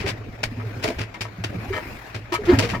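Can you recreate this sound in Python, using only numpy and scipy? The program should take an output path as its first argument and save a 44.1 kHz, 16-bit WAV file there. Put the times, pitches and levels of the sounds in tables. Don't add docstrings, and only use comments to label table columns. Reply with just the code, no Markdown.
import sys
import numpy as np
from scipy import signal
from scipy.fft import rfft, irfft
from scipy.io import wavfile
from scipy.ndimage import uniform_filter1d

SR = 44100
rng = np.random.default_rng(int(sys.argv[2]) if len(sys.argv) > 2 else 0)


def log_audio(samples):
    frames = np.atleast_2d(samples).T
    limited = np.clip(frames, -1, 1)
    pcm = np.round(limited * 32767).astype(np.int16)
    wavfile.write(sys.argv[1], SR, pcm)


def magnitude_from_level(level_db):
    exponent = np.asarray(level_db, float) / 20
    return 10 ** exponent


N = 123479

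# (time [s], rush level [dB], gurgle level [dB], treble level [dB])
FLOW = [(0, -37.5, -36.5, -62), (0.25, -48.5, -43, -70), (0.78, -43, -40.5, -62), (0.96, -43.5, -44, -62),
        (1.12, -48.5, -48.5, -73), (1.36, -47.5, -47, -68), (1.62, -41, -38, -59),
        (1.88, -39.5, -42.5, -54.5), (2.08, -44, -48, -62), (2.28, -47.5, -48, -70),
        (2.42, -46, -41.5, -67), (2.52, -30, -27, -51.5), (2.8, -46.5, -37, -62)]
# (frequency [Hz], correlation)
LIKENESS = [(60, 1), (240, 0.85), (950, 0.15), (15000, -0.066)]


def read(points, hz):
    f, value = np.transpose(points)
    return np.interp(np.log(hz + 1), np.log(f + 1), value)


def evened(x):
    return x / np.sqrt(np.mean(x ** 2) + 1e-20)


def add(mix, start_s, sound):
    at = round(start_s * SR)
    sound = sound[..., max(-at, 0):]
    part = mix[..., max(at, 0):][..., :sound.shape[-1]]
    part += sound[..., :part.shape[-1]]


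def pair_noise(size, gain_at):
    hz = np.fft.rfftfreq(size, 1 / SR)
    a, b = rfft(rng.standard_normal((2, size)))
    same = np.clip(read(LIKENESS, hz), -1, 1)
    right = same * a + np.sqrt(1 - same ** 2) * b
    return evened(irfft(np.array([a, right]) * gain_at(hz), size))


def burst(t, rise_s, hold_s, t60_s):
    return np.minimum(t / rise_s, 1) * magnitude_from_level(-60 * np.maximum(t - hold_s, 0) / t60_s)


def gritty(length, grain_samples):
    return magnitude_from_level(3 * evened(uniform_filter1d(rng.standard_normal(length), size=grain_samples)))


def clacks():
    # (time [s], level before trim [dB], hold [s], t60 [s], tilt [dB/octave])
    clack_rows = [(0.0014, -22.5, 0.011, 0.12, -1), (0.0582, -20, 0.011, 0.12, -2),
                  (0.072, -19, 0.032, 0.068, 0), (0.4302, -16, 0.011, 0.087, 1),
                  (0.8257, -23.5, 0.012, 0.087, 1), (0.836, -14.5, 0.0085, 0.12, 1),
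                  (0.874, -21, 0.016, 0.13, 0.5), (0.984, -22.5, 0.021, 0.15, -1.5),
                  (1.0066, -20.5, 0.012, 0.11, -1.5), (1.14, -29.5, 0.0047, 0.089, 0),
                  (1.2068, -19, 0.0095, 0.12, 1.5), (1.4374, -17, 0.0075, 0.084, 0),
                  (2.1442, -20, 0.0073, 0.12, -1.5), (2.321, -23, 0.019, 0.067, 3),
                  (2.3373, -24, 0.012, 0.068, 6), (2.451, -28, 0.01, 0.1, 0.5),
                  (2.5863, -12, 0.0061, 0.12, 2), (2.6224, -18, 0.03, 0.14, -1),
                  (2.688, -20.5, 0.021, 0.18, -0.5)]
    # (frequency [Hz], relative level per Hz [dB])
    clack_colour = [(88, -18), (150, -2), (582, -7.5), (1160, -14.5), (2260, -5), (3030, -12), (5250, -15),
                    (7330, -25), (15800, -40)]
    trim_db, rise_s = -8.5, 0.0021
    out, t = np.zeros((2, N)), np.arange(16384) / SR
    for s, db, hold_s, t60_s, tilt_db in clack_rows:
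        def gain_at(hz):
            return magnitude_from_level(read(clack_colour, hz) + tilt_db * np.log2((hz + 50) / 2500))
        envelope = gritty(len(t), 60) * burst(t, rise_s, hold_s, t60_s)
        add(out, s, magnitude_from_level(db + trim_db) * envelope * pair_noise(len(t), gain_at))
    return out


def ringing(t, centre_hz):
    # (frequency [Hz], relative level [dB])
    body_modes = [(340, 1), (430, -2), (523, -2), (619, 0), (676, 0), (865, -5), (960, 3), (1120, -2),
                  (1290, 0), (1680, -3), (1840, 0), (2100, 0), (2300, -1), (3060, -7)]
    falloff_db_per_octave2, hiss_db = -9, -10
    hz, db = np.transpose(body_modes)
    spread_db, phase_turns, skew = rng.standard_normal((3, len(body_modes)))

    def near(f):
        return magnitude_from_level(falloff_db_per_octave2 * np.log2((f + 1) / centre_hz) ** 2)

    lag_rad = np.arccos(np.clip(read(LIKENESS, hz), -1, 1)) * skew
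    side_rad = np.array([0 * lag_rad, lag_rad])[:, None]
    detuned_hz = hz * (1 + .006 * skew)
    modes = np.sin(2 * np.pi * (detuned_hz * t[:, None] + phase_turns) + side_rad)
    flutter = evened(uniform_filter1d(rng.standard_normal(modes.shape[1:]), size=300, axis=0))
    modes = modes * (1 + 0.45 * flutter)
    hiss = pair_noise(len(t), lambda f: np.sqrt(near(f)))
    return evened(modes @ (magnitude_from_level(db + spread_db) * near(hz))) + magnitude_from_level(hiss_db) * hiss


def knocks():
    # (time [s], level before trim [dB], hold [s], region rung most [Hz])
    knock_rows = [(0.596, -27, 0.005, 1300), (0.84, -14, 0.024, 500), (0.874, -19, 0.036, 420),
                  (1.142, -28, 0.014, 1600), (1.247, -27, 0.014, 1200), (1.726, -19, 0.056, 2000),
                  (1.735, -23, 0.052, 600), (2.319, -17, 0.035, 1150), (2.336, -17, 0.022, 2300),
                  (2.487, -20, 0.03, 1050), (2.51, -18, 0.03, 950), (2.48, -25, 0.065, 2300),
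                  (2.591, -12, 0.013, 640), (2.734, -18, 0.022, 950), (2.742, -22, 0.015, 1850)]
    trim_db, rise_s, t60_s = -11, 0.0035, 0.1
    out, t = np.zeros((2, N)), np.arange(16384) / SR
    for s, db, hold_s, centre_hz in knock_rows:
        envelope = gritty(len(t), 160) * burst(t, rise_s, hold_s, t60_s)
        add(out, s, magnitude_from_level(db + trim_db) * envelope * ringing(t, centre_hz))
    return out


def direct(hits):
    share, lag_s = 0.31, .00052
    difference = np.roll(hits[1] - hits[0], round(lag_s * SR))
    late = signal.lfilter(*signal.butter(2, 700, "high", fs=SR), difference)
    return np.array([hits[0] + share * late, hits[1]])


def tones(rows):
    waver = 0.024
    out = np.zeros(N)
    for s, db, hz, rise_s, t60_s, *overtones_db in rows:
        t = np.arange(-rise_s, .5, 1 / SR)
        wander = evened(uniform_filter1d(rng.standard_normal(30000), size=900))[:len(t)]
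        swell = np.sin(np.pi / 2 * np.clip(t / rise_s + 1, 0, 1)) ** 3
        fade = magnitude_from_level(db - 60 * np.maximum(t, 0) / t60_s)
        phase_rad = 2 * np.pi * np.cumsum(hz * (1 + waver * wander)) / SR
        buzz = sum(magnitude_from_level(b) * np.sin(k * phase_rad) / np.sqrt(k) for b in overtones_db for k in range(2, 14))
        add(out, s + .008 - rise_s, swell * fade * (np.sin(phase_rad) + buzz))
    return out


def booms():
    # (time [s], peak level [dB], t60 [s])
    boom_rows = [(0.118, -28.5, 0.18), (0.188, -31, 0.86), (0.269, -29, 0.4), (0.443, -26, 0.51),
                 (0.579, -26, 0.59), (0.662, -26, 0.22), (0.77, -24, 0.14), (0.842, -25, 0.12),
                 (1.004, -22, 0.23), (1.212, -26.5, 0.49), (1.402, -25.5, 0.14), (1.457, -24, 0.17),
                 (1.565, -26, 0.34), (1.739, -27, 0.12), (2.153, -25, 0.29), (2.468, -23, 0.21),
                 (2.574, -13, 0.24), (2.718, -22.5, 0.12)]
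    panel_hz, rise_s = 107.73, 0.02146
    return tones([(s, db, panel_hz, rise_s, t60_s) for s, db, t60_s in boom_rows])


def thuds():
    # (time [s], peak level [dB], frequency [Hz], t60 [s])
    thud_rows = [(0.045, -23, 88, 0.095), (0.964, -26, 69.5, 0.15), (1.682, -28.5, 91.6, 0.36),
                 (2.532, -14, 90, 0.13)]
    rise_s = 0.0119
    return tones([(s, db, hz, rise_s, t60_s) for s, db, hz, t60_s in thud_rows])


def glugs():
    # (time [s], peak level [dB], frequency [Hz], t60 [s])
    glug_rows = [(0.04, -22, 390, 0.15), (0.517, -27.5, 242, 0.073), (0.571, -29, 243, 0.25),
                 (0.636, -32, 450, 0.1), (0.88, -24, 255, 0.13), (1.383, -27, 177, 0.13),
                 (1.548, -25.5, 177, 0.13), (1.702, -20, 396.4, 0.14), (2.32, -18.5, 346, 0.11),
                 (2.386, -23, 428, 0.22), (2.524, -8.5, 269.4, 0.11), (2.579, -16, 269.3, 0.11),
                 (2.633, -21, 482.3, 0.19), (2.731, -21.5, 193, 0.11)]
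    rise_s = 0.0119
    return tones([(s, db, hz, rise_s, t60_s) for s, db, hz, t60_s in glug_rows])


def gulp():
    # (time [s], fundamental peak [dB], frequency [Hz], rise [s], t60 [s], overtones before 1/sqrt(k) [dB])
    gulp_row = (2.496, -5, 347, .04, 0.105, -25)
    return tones([gulp_row])


def bubbles():
    per_s, low_hz, high_hz, rise_s, t60_s = 30, 168.8, 480, 0.0119, 0.063
    place, pitch, size = rng.random((round(per_s * N / SR), 3)).T
    s = place * N / SR
    flow_s, _, gurgle_db, _ = np.transpose(FLOW)
    db = np.interp(s, flow_s, gurgle_db) - 1 + 6 * size
    hz = low_hz * (high_hz / low_hz) ** (pitch ** 2)
    return tones([(*row, rise_s, t60_s) for row in zip(s, db, hz)])


def water():
    # (frequency [Hz], relative level per Hz [dB])
    rush_colour = [(410, -10.5), (700, -0.5), (1100, -2), (2420, -1), (2980, -11), (5040, -15), (7500, -25),
                   (9750, -57)]
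    gurgle_colour = [(35, -31), (60, -4.5), (124, -3.5), (172, -7), (263, -2), (715, -10), (1820, -60)]
    fizz_colour = [(3820, -34), (6500, -4.5), (15100, 0), (16200, -9)]
    rumble_colour = [(8.8, -41), (15, -12), (70, -5.5), (90, -11), (120, 3), (200, -120)]
    patchy_db, flicker_db = 2.5, 1.5
    t = np.arange(N) / SR
    flow_s, rush_db, gurgle_db, fizz_db = np.transpose(FLOW)
    rumble_db = -45 + 0.88 * (gurgle_db + 46)
    layers = [(rush_db, rush_colour), (gurgle_db, gurgle_colour),
              (fizz_db, fizz_colour), (rumble_db, rumble_colour)]
    mix = np.zeros((2, N))
    for db, colour in layers:
        noise = pair_noise(2 ** 17, lambda hz: magnitude_from_level(read(colour, hz)))[:, :N]
        mix += magnitude_from_level(np.interp(t, flow_s, db)) * noise
    z = signal.stft(mix, nperseg=512, noverlap=384)[2]
    patches = uniform_filter1d(rng.standard_normal(z.shape[1:]), size=5, axis=0)
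    patches = uniform_filter1d(patches, size=12, axis=1)
    flicker = uniform_filter1d(rng.standard_normal(z.shape[2]), size=3)
    z = z * magnitude_from_level(patchy_db * evened(patches) + flicker_db * evened(flicker))
    return signal.istft(z, nperseg=512, noverlap=384)[1][:, :N]


def filling():
    # (time [s], frequency [Hz], level [dB])
    whistle_path = [(1.55, 247.3, -40), (1.61, 480, -50.5), (1.65, 707, -46), (1.689, 857, -47)]
    bandwidth_hz = 140
    s, hz, db = np.transpose(whistle_path)
    t, r = np.arange(N) / SR, np.exp(-np.pi * bandwidth_hz / SR)
    fuzz = signal.lfilter([1], [1, -2 * r, r * r], rng.standard_normal((2, N)))
    phase_rad = 2 * np.pi * np.cumsum(np.interp(t, s, hz)) / SR
    whistle = evened(fuzz[0] * np.cos(phase_rad) + fuzz[1] * np.sin(phase_rad))
    return magnitude_from_level(np.interp(t, s, db, -120, -120)) * whistle


def cabin(x):
    t60_s, tail_db, taps_per_s, gap_s = 0.073, -13.5, 3000, .003
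    t = np.arange(SR // 2) / SR
    signs = rng.choice([-1., 1.], (2, len(t)))
    present = rng.random((2, len(t))) < taps_per_s / SR
    taps = signs * present * magnitude_from_level(-60 * t / t60_s) * (t > gap_s)
    return magnitude_from_level(tail_db) * signal.fftconvolve(x, taps / np.linalg.norm(taps[0]), axes=1)[:, :N]


def scene():
    hits = direct(clacks() + knocks())
    panel = booms() + thuds()
    air = glugs() + gulp() + bubbles()
    return hits + cabin(hits) + panel + air + water() + filling()


def roll_off(x):
    return signal.sosfilt(signal.butter(12, 16560, fs=SR, output="sos"), x)


def record(dry):
    # (frequency [Hz], left minus right [dB])
    lean_curve = [(60, 0.5), (180, -2), (550, -0.5), (2000, 8.5), (4970, 1), (15000, -3.5)]
    size = 2 ** 17
    lean = magnitude_from_level(read(lean_curve, np.fft.rfftfreq(size, 1 / SR)) / 2)
    finished = irfft(rfft(dry, size) * np.array([lean, 1 / lean]), size)[:, :N]
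    return roll_off(finished)


dry = scene()
out = record(dry)
log_audio(out)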